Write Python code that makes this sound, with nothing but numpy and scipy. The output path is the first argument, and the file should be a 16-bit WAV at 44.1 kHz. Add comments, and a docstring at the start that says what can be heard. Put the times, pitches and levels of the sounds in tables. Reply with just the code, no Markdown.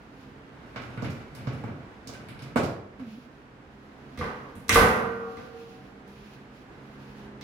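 """A low hum wavers over room noise and a faint treble rustle, then a wire rack goes into an oven in jerks
and knocks the back wall; after a short falling groan the door is lifted and bangs shut.
Blows and scrape drive the ringing of the hollow box, its steel panels and a tiled kitchen, made from
beating modes over dense fading noise; damped sines add notes to single knocks.
A phone held close above hears it all in stereo, with little deep bass and no top treble."""
import sys
import numpy as np
from scipy import signal
from scipy.fft import rfft, irfft, next_fast_len
from scipy.io import wavfile
from scipy.ndimage import uniform_filter1d

SR = 44100
rng = np.random.default_rng(int(sys.argv[2]) if len(sys.argv) > 2 else 0)


def generate_wav(sig):
    """Save sig (samples, or channels by samples) to the path in sys.argv[1] as 16-bit PCM at SR."""
    pcm = np.round(np.clip(np.atleast_2d(sig).T, -1, 1) * 32767).astype(np.int16)
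    wavfile.write(sys.argv[1], SR, pcm)


N = 327689
T = np.arange(N) / SR

# how alike left and right are: frequency_hz, likeness [0-1]
CHANNEL_LIKENESS = [(40, 0.95), (250, 0.93), (600, 0.64), (1200, 0), (3000, 0), (12000, 0)]


def undb(db):
    """Turns decibels into an amplitude factor."""
    return 10 ** (np.asarray(db) / 20)


def unit(x):
    """Scales a signal to an RMS of one."""
    return x / np.sqrt(np.mean(x ** 2))


def at_hz(table, hz):
    """Reads a (Hz, value) table on a log-frequency axis."""
    table_hz, value = np.transpose(table)
    return np.interp(np.log(np.maximum(hz, 1)), np.log(table_hz), value)


def curve(table):
    """Draws each column of a (s, ..) table as a line, sample by sample."""
    s, *columns = np.vstack(table).T
    return [np.interp(T, s, column) for column in columns]


def shape(x, gain):
    """Filters by a gain given as a function of Hz."""
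    size = next_fast_len(x.shape[-1])
    spectrum = rfft(x, size) * gain(np.fft.rfftfreq(size, 1 / SR))
    return irfft(spectrum, size)[..., :x.shape[-1]]


def likeness(hz):
    """Tells how alike the two channels are at a frequency, from 0 to 1."""
    return np.clip(at_hz(CHANNEL_LIKENESS, hz), 0, 1)


def noise(count, colour):
    """Two channels of coloured noise, alike in the bass and unrelated in the treble."""
    mid = shape(rng.standard_normal(count), lambda hz: undb(at_hz(colour, hz)) * np.sqrt(1 + likeness(hz)))
    side = shape(rng.standard_normal(count), lambda hz: undb(at_hz(colour, hz)) * np.sqrt(1 - likeness(hz)))
    return np.array([mid + side, mid - side])


def walk(rate):
    """Random levels held 1 / rate s and smoothed twice over that time."""
    hold = int(SR / rate)
    steps = np.repeat(rng.standard_normal(N // hold + 1), hold)
    return uniform_filter1d(uniform_filter1d(steps, hold), hold)[:N]


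def hum():
    """Low tones that swell together and each waver in level and pitch."""
    # common swell: time_s, level_db
    swell = [(0, -75), (.25, -52.5), (.6, -61.5), (3.4, -62), (4.1, -54), (5.5, -60), (6.1, -52.5),
             (6.5, -60), (7.2, -52.5), (7.43, -49)]
    # one column, a row for each tone: pitch_hz
    tone_hz = [135.5, 208, 262.6, 397.6]
    # one column, a row for each tone: level_db on top of the swell
    tone_db = [-3.5, -2.5, -5, -9]
    waver_db, pitch_waver = 4.5, 0.01435  # the second is a fraction of the pitch
    tones = 0
    for hz, db in zip(tone_hz, tone_db):
        level = undb(db + waver_db * walk(6))
        turn = 2 * np.pi * np.cumsum(hz * (1 + pitch_waver * walk(11))) / SR
        tones = tones + level * np.sin(turn)
    return np.sqrt(2) * undb(curve(swell)[0]) * tones


def room():
    """Kitchen noise, mostly low, that swells slowly and flickers a little."""
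    # colour of the room: frequency_hz, level_db per Hz (relative)
    room_colour = [(15, -52), (25, -13), (59, -4), (108, -9), (127, -4), (166, -7.5), (190, -9),
                   (263, -2.5), (373, -10), (463, -9), (575, -14), (754, -13), (1330, -16), (1560, -15.5),
                   (16000, -58)]
    # slow swell: time_s, gain_db
    swell = [(0, 2), (.5, 4.5), (2, 4), (3.5, 0.5), (4.1, 3.5), (5.9, 1.5), (7.43, 5.5)]
    room_db = -52
    flicker_db = walk(10)
    return unit(noise(N, room_colour)) * undb(room_db + curve(swell)[0] + flicker_db)


def rustle():
    """Soft bright noise in uneven brushes."""
    # brushes: time_s, level_db before the random flicker
    brushes = [(0, -69), (0.23, -66.5), (0.5, -78.5), (0.7, -67), (2.97, -79), (3.0, -63.5), (3.14, -61),
               (3.4, -72), (3.62, -79), (3.72, -70), (4.15, -66), (5.4, -61), (5.76, -61), (6.04, -76),
               (6.08, -64), (6.34, -60), (6.49, -72), (6.57, -62), (6.7, -75), (7.05, -61.5), (7.25, -65),
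               (7.37, -90)]
    # colour of the rustle: frequency_hz, level_db per Hz (relative)
    rustle_colour = [(1500, -18), (2500, 3), (3500, -3), (5000, -5.5), (7000, -13.5), (8500, -26),
                     (10000, -17.5), (11000, -13), (12500, -22), (16000, -19)]
    flicker_db = 2.5 * walk(25)
    return unit(noise(N, rustle_colour)) * undb(curve(brushes)[0] + flicker_db)


def response(modes, colour, modes_db, damping):
    """Answer to one tap, split from boom to tick: beating modes over dense ringing in the kitchen."""
    # how long the kitchen rings: frequency_hz, t60_s
    kitchen_t60 = [(40, 0.7), (150, 0.47), (500, 0.77), (1500, 0.59), (4000, 0.42), (12000, 0.34)]
    # one column, the borders of the five parts from boom to tick: frequency_hz
    part_edges_hz = [30, 130, 400, 1200, 3500, 18000]
    t = T[:2 * SR]
    wash = noise(len(t), colour)
    dense = 0
    for hz in 30 * 2 ** np.arange(0, 10., 1):
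        octave = lambda f: np.cos(np.pi / 2 * np.clip(np.log2(np.maximum(f, 1) / hz), -1, 1)) ** 2
        fade = undb(-60 * damping * t / at_hz(kitchen_t60, hz))
        dense = dense + shape(wash, octave) * fade
    clear = 0
    for hz, db, t60 in modes:
        # opposite phase shifts make left and right as unlike as the noise is there
        lag = np.arccos(likeness(hz)) * rng.choice([-.5, .5]) * np.array([[1], [-1]])
        twin_hz = hz * (1 + 0.00562 * rng.standard_normal())  # uneven panels split each mode in two
        pair = np.sin(2 * np.pi * hz * t + lag) + 0.73 * np.sin(2 * np.pi * twin_hz * t - lag)
        # loose joints make the ring waver
        knots_s = t[::SR // 30]
        buzz_db = 3 * np.interp(t, knots_s, rng.standard_normal(len(knots_s)))
        clear = clear + undb(db + buzz_db - 60 * t / t60) * pair
    whole = unit(dense) + undb(modes_db) * unit(clear)
    parts = []
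    for k, edges in enumerate(zip(part_edges_hz, part_edges_hz[1:])):
        band = signal.butter(2, edges, "band", fs=SR, output="sos")
        part = signal.sosfilt(band, whole)
        early_rms = np.sqrt(np.mean(part[:, :SR // 20] ** 2))
        # neighbouring parts meet in opposite phase: every other one is turned over
        parts.append((-1) ** k * part / early_rms)
    return parts


def blows(table, contact):
    """Forces for the five parts, ringing and crack: a first contact, then a very short rattle of loose metal."""
    force = np.zeros((2, 5, 2, N + SR))
    boom_db, rattle_s, pan_db, crack_db = contact
    # for each part from boom to tick: share of rattle, and how strongly it leans to one side
    looseness = 0.4, 0.48, 0.64, 0.84, 0.77
    aim = 0.045, 0.16, 0.24, 0.74, 0.57  # the bass has hardly any direction
    length = SR // 10
    for s, thud_db, clang_db, ring_db, tick_db in table:
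        part_db = thud_db + boom_db / 2, thud_db - boom_db / 2, clang_db, ring_db, tick_db
        rattle = rng.standard_normal(length) * np.exp(-T[:length] / max(rattle_s, 1e-4))
        rattle = rattle / np.sqrt(np.sum(rattle ** 2))
        start = int(s * SR)
        for k, (db, loose, aimed) in enumerate(zip(part_db, looseness, aim)):
            push = loose * rattle
            push[0] = np.sqrt(1 - loose ** 2)  # the first contact
            side = undb(aimed * np.array([[pan_db], [-pan_db]]) / 2)
            force[0, k, :, start:start + length] += undb(db) * side * push
            force[1, k, :, start] += undb(db + crack_db) * side[:, 0]
    return force[..., :N]


def ring(force, parts, first=0):
    """Lets the forces sound the parts, from the given part upward, by convolution."""
    return sum(signal.fftconvolve(f, p, axes=1)[:, :N] for f, p in zip(force[first:], parts[first:]))


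def struck(table, contact, parts, rubbing=0, snap=0):
    """Ringing of all parts plus the short crack of the three upper ones."""
    crack_s = 0.002  # decay of the first arrival of a hard contact
    ringing, crack = blows(table, contact)
    short = [part[:, :SR // 20] * np.exp(-T[:SR // 20] / crack_s) for part in parts]
    return ring(ringing + rubbing, parts) + ring(crack + snap, short, 2)


def scrape(parts):
    """Forces of the rack on its rails: uneven slips, sized so that each part rings at the level asked."""
    # the rack scrapes along its rails: time_s, level_db
    slide = [(0.45, -80), (0.75, -57.5), (0.78, -58.5), (0.95, -57.5), (1.06, -51), (1.31, -64),
             (1.37, -51.5), (1.54, -53.5), (1.78, -72.5), (2.06, -63), (2.22, -61), (2.5, -57.5)]
    # one column, the scrape from boom to tick: level_db on top of the slide
    slide_parts_db = [8.5, -0.5, 2, -0.5, -8]
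    sparse = rng.random(N) < .01
    slips = unit(rng.standard_normal(N) * undb(1.7 * rng.exponential(size=N)) * sparse)
    sliding = (T > slide[0][0]) * (T < slide[-1][0])
    slips = slips * undb(curve(slide)[0]) * sliding
    gain = np.array([np.sqrt(np.sum(part ** 2) / 2) for part in parts])
    return (undb(slide_parts_db) / gain)[:, None, None] * slips


def rack():
    """The rack scrapes in and knocks: slips and blows ring the open oven and the rack."""
    # blows: start_s, thud_db, clang_db, ring_db, tick_db (force levels)
    rack_blows = [(0.645, -52, -59, -67, -83), (0.76, -55, -47.5, -45.5, -58), (0.819, -52, -55, -49, -63),
                  (0.975, -43, -54, -43.5, -61), (1.022, -40.5, -42, -58, -56),
                  (1.045, -49.5, -57.5, -50.5, -52.5), (1.103, -54, -58, -55, -54.5),
                  (1.35, -46.5, -49.5, -52, -51), (1.471, -40.5, -42, -49, -58),
                  (1.533, -46, -58, -56.5, -60), (1.638, -41.5, -46.5, -52.5, -63),
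                  (1.681, -54, -49, -61, -84), (2.073, -52.5, -58, -77, -46), (2.091, -60, -52, -65, -69),
                  (2.136, -65, -56, -65, -54.5), (2.286, -53.5, -62, -62, -55), (2.391, -57, -59, -64, -57),
                  (2.422, -42.5, -67, -59, -54.5), (2.464, -49, -60, -63, -72),
                  (2.559, -37, -25.5, -40, -41.5), (2.571, -37.5, -40, -50, -45),
                  (2.634, -40, -43, -42.5, -48), (2.996, -54, -53, -60, -71)]
    # clear modes of open oven and rack: frequency_hz, level_db (relative), t60_s
    rack_modes = [(158, -13, 0.21), (202, -7.5, 3.2), (256.6, 9, 0.2), (375.9, -1, 0.64), (466, -4, 0.48),
                  (611, -8.5, 0.62), (758, -6.5, 0.68), (1054, -13, 0.13), (1109, -6, 0.39),
                  (1233, -13, 0.29), (1508, -2.5, 0.28), (2040, -12, 0.4), (2170, -17, 0.65),
                  (2320, -11, 0.67), (2750, -22, 0.58), (3330, -30, 1.2)]
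    # dense ringing: frequency_hz, level_db per Hz (relative)
    rack_colour = [(30, -47), (60, -23), (100, 2), (150, 2), (300, -2), (450, -9), (700, -13), (900, -19),
                   (1400, -14.5), (1850, -19.5), (2300, -20.5), (3200, -28.5), (5000, -31.5), (8000, -41),
                   (11000, -42.5), (16000, -51)]
    # every blow: boom over thump dB, rattle length s (at least 0.0001 is used),
    # left minus right dB (before each part's aim), crack over ringing dB
    rack_contact = (5.5, -0.03, -7, -7.5)
    # clear modes against the dense ringing; how many times as fast as the kitchen that ringing fades
    parts = response(rack_modes, rack_colour, modes_db=-8.5, damping=1.01)
    return struck(rack_blows, rack_contact, parts, rubbing=scrape(parts))


def notes():
    """Short notes that single knocks sound: damped sines that take a cycle to speak."""
    # notes: start_s, level_db (peak, before onset and decay), pitch_hz, t60_s
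    knock_notes = [(0.765, -35.5, 1082, 0.095), (0.978, -40.5, 1453, 0.24), (1.022, -30, 106.2, 0.29),
                   (1.47, -23, 131, 0.19), (1.636, -34, 830, 0.065), (2.15, -46, 1536, .2),
                   (2.425, -33.5, 134, 0.19), (2.557, -18.5, 240, 0.16), (2.573, -30, 1480, 0.11),
                   (4.191, -33, 493, 0.46), (4.725, -20, 91, 0.15), (4.757, -12, 43, 0.19),
                   (4.756, -18, 471.7, 0.39)]
    out = 0
    for s, db, hz, t60 in knock_notes:
        t = np.maximum(T - s, 0)
        onset = np.minimum(hz * t, 1)
        out = out + undb(db - 60 * t / t60) * onset * np.sin(2 * np.pi * hz * t)
    return out


def groan():
    """A short falling groan: a gliding tone that throbs, wobbles in pitch and carries a weak octave."""
    # glide and throb: time_s, pitch_hz before the wobble, level_db
    glide = [(2.99, 283, -47), (3.025, 253.5, -33), (3.055, 220, -45.5), (3.085, 225, -37.5),
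             (3.10, 218, -51.5), (3.135, 214, -40.5), (3.17, 227, -49), (3.185, 262, -36.5),
             (3.2, 246, -60), (3.28, 238, -50)]
    hz, db = curve(glide)
    turn = 2 * np.pi * np.cumsum(hz * (1 + 0.01 * walk(42))) / SR
    gate = uniform_filter1d(1. * (T > glide[0][0]) * (T < glide[-1][0]), 400)
    return np.sqrt(2) * gate * undb(db) * (np.sin(turn) + undb(-24) * np.sin(2 * turn))


def latch():
    """Force of the catch as it snaps: one impulse on the top part, a dry crack with no ringing."""
    latch_s, latch_db = 4.6935, -16.5
    force = np.zeros((5, 2, N))
    force[-1, :, int(latch_s * SR)] = undb(latch_db)
    return force


def door():
    """The door is lifted and bangs shut: blows ring the door and the closed oven, the catch adds a dry crack."""
    # blows: start_s, thud_db, clang_db, ring_db, tick_db (force levels)
    door_blows = [(4.175, -38, -47.5, -50.5, -58), (4.188, -44, -63, -49, -52.5),
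                  (4.211, -44, -36, -47, -62), (4.242, -54, -39, -44.5, -64), (4.554, -50, -66, -82, -58),
                  (4.682, -45, -63, -45, -45), (4.693, -43.5, -36.5, -38, -26), (4.726, -27, -36, -29, -32),
                  (4.744, -34, -29.5, -23.5, -27.5), (4.758, -42.5, -19.5, -26, -34.5),
                  (4.774, -40, -30.5, -31, -44), (4.81, -29, -27, -35, -60), (5.37, -53.5, -55, -58, -60.5),
                  (6.077, -61.5, -67, -71, -68), (7.411, -73, -73, -63, -52)]
    # clear modes of door and closed oven: frequency_hz, level_db (relative), t60_s
    door_modes = [(90.2, 1.5, 0.47), (195, -8.5, 3.8), (235.7, 1.5, 1.5), (460.5, 1.5, 2.17), (505, 2, 1.2),
                  (752, -3.5, 1.2), (755, -12, 3.1), (1001, -11, 1), (1120, 2.5, 1.28), (1215, 1, 1.4),
                  (1180, 6, 1.09), (1403, -1.5, 1.7), (1523, 6, 0.93), (1560, 1, 0.96), (2034, 8.5, 0.6),
                  (1760, -16, 0.11), (1890, 4, 1), (2290, -8, 0.55), (2857, -2, 0.5), (3200, -26, 0.51),
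                  (3050, -28, 0.43), (3323, -1, 0.34), (3540, -1.5, 0.28), (4180, -30, 1.6),
                  (5630, -36, 0.39), (6638, -30, 0.4), (7000, -31, 0.32)]
    # dense ringing: frequency_hz, level_db per Hz (relative)
    door_colour = [(25, -42), (42, -13), (60, -6.5), (95, 2.5), (160, 0.5), (250, 0.5), (350, -4),
                   (480, -0.5), (700, -6), (1200, 1), (2000, 0.5), (3200, -7.5), (5500, -12), (8000, -18.5),
                   (10500, -15.5), (16000, -25)]
    # every blow: boom over thump dB, rattle length s (at least 0.0001 is used),
    # left minus right dB (before each part's aim), crack over ringing dB
    door_contact = (0.5, -0.46, -7, -3.5)
    # the dense ringing fades more slowly than the kitchen
    parts = response(door_modes, door_colour, modes_db=-3, damping=0.69)
    return struck(door_blows, door_contact, parts, snap=latch())


def scene():
    """Rack and door in stereo, with the other sounds set slightly to the right."""
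    others = hum() + room() + rustle() + notes() + groan()
    lean = undb(np.array([[-1.2], [1.2]]))
    return others * lean + rack() + door()


def record(dry):
    """The phone drops the deepest bass, rounds the loudest peaks and cuts the top."""
    foot_hz, top_hz, ceiling = 32, 15800, .85
    foot = signal.butter(2, foot_hz, "high", fs=SR, output="sos")
    top = signal.ellip(10, .2, 80, top_hz, fs=SR, output="sos")
    dry = signal.sosfilt(foot, dry)
    rounded = ceiling * np.tanh(dry / ceiling)
    return signal.sosfilt(top, rounded)


dry = scene()
out = record(dry)
generate_wav(out)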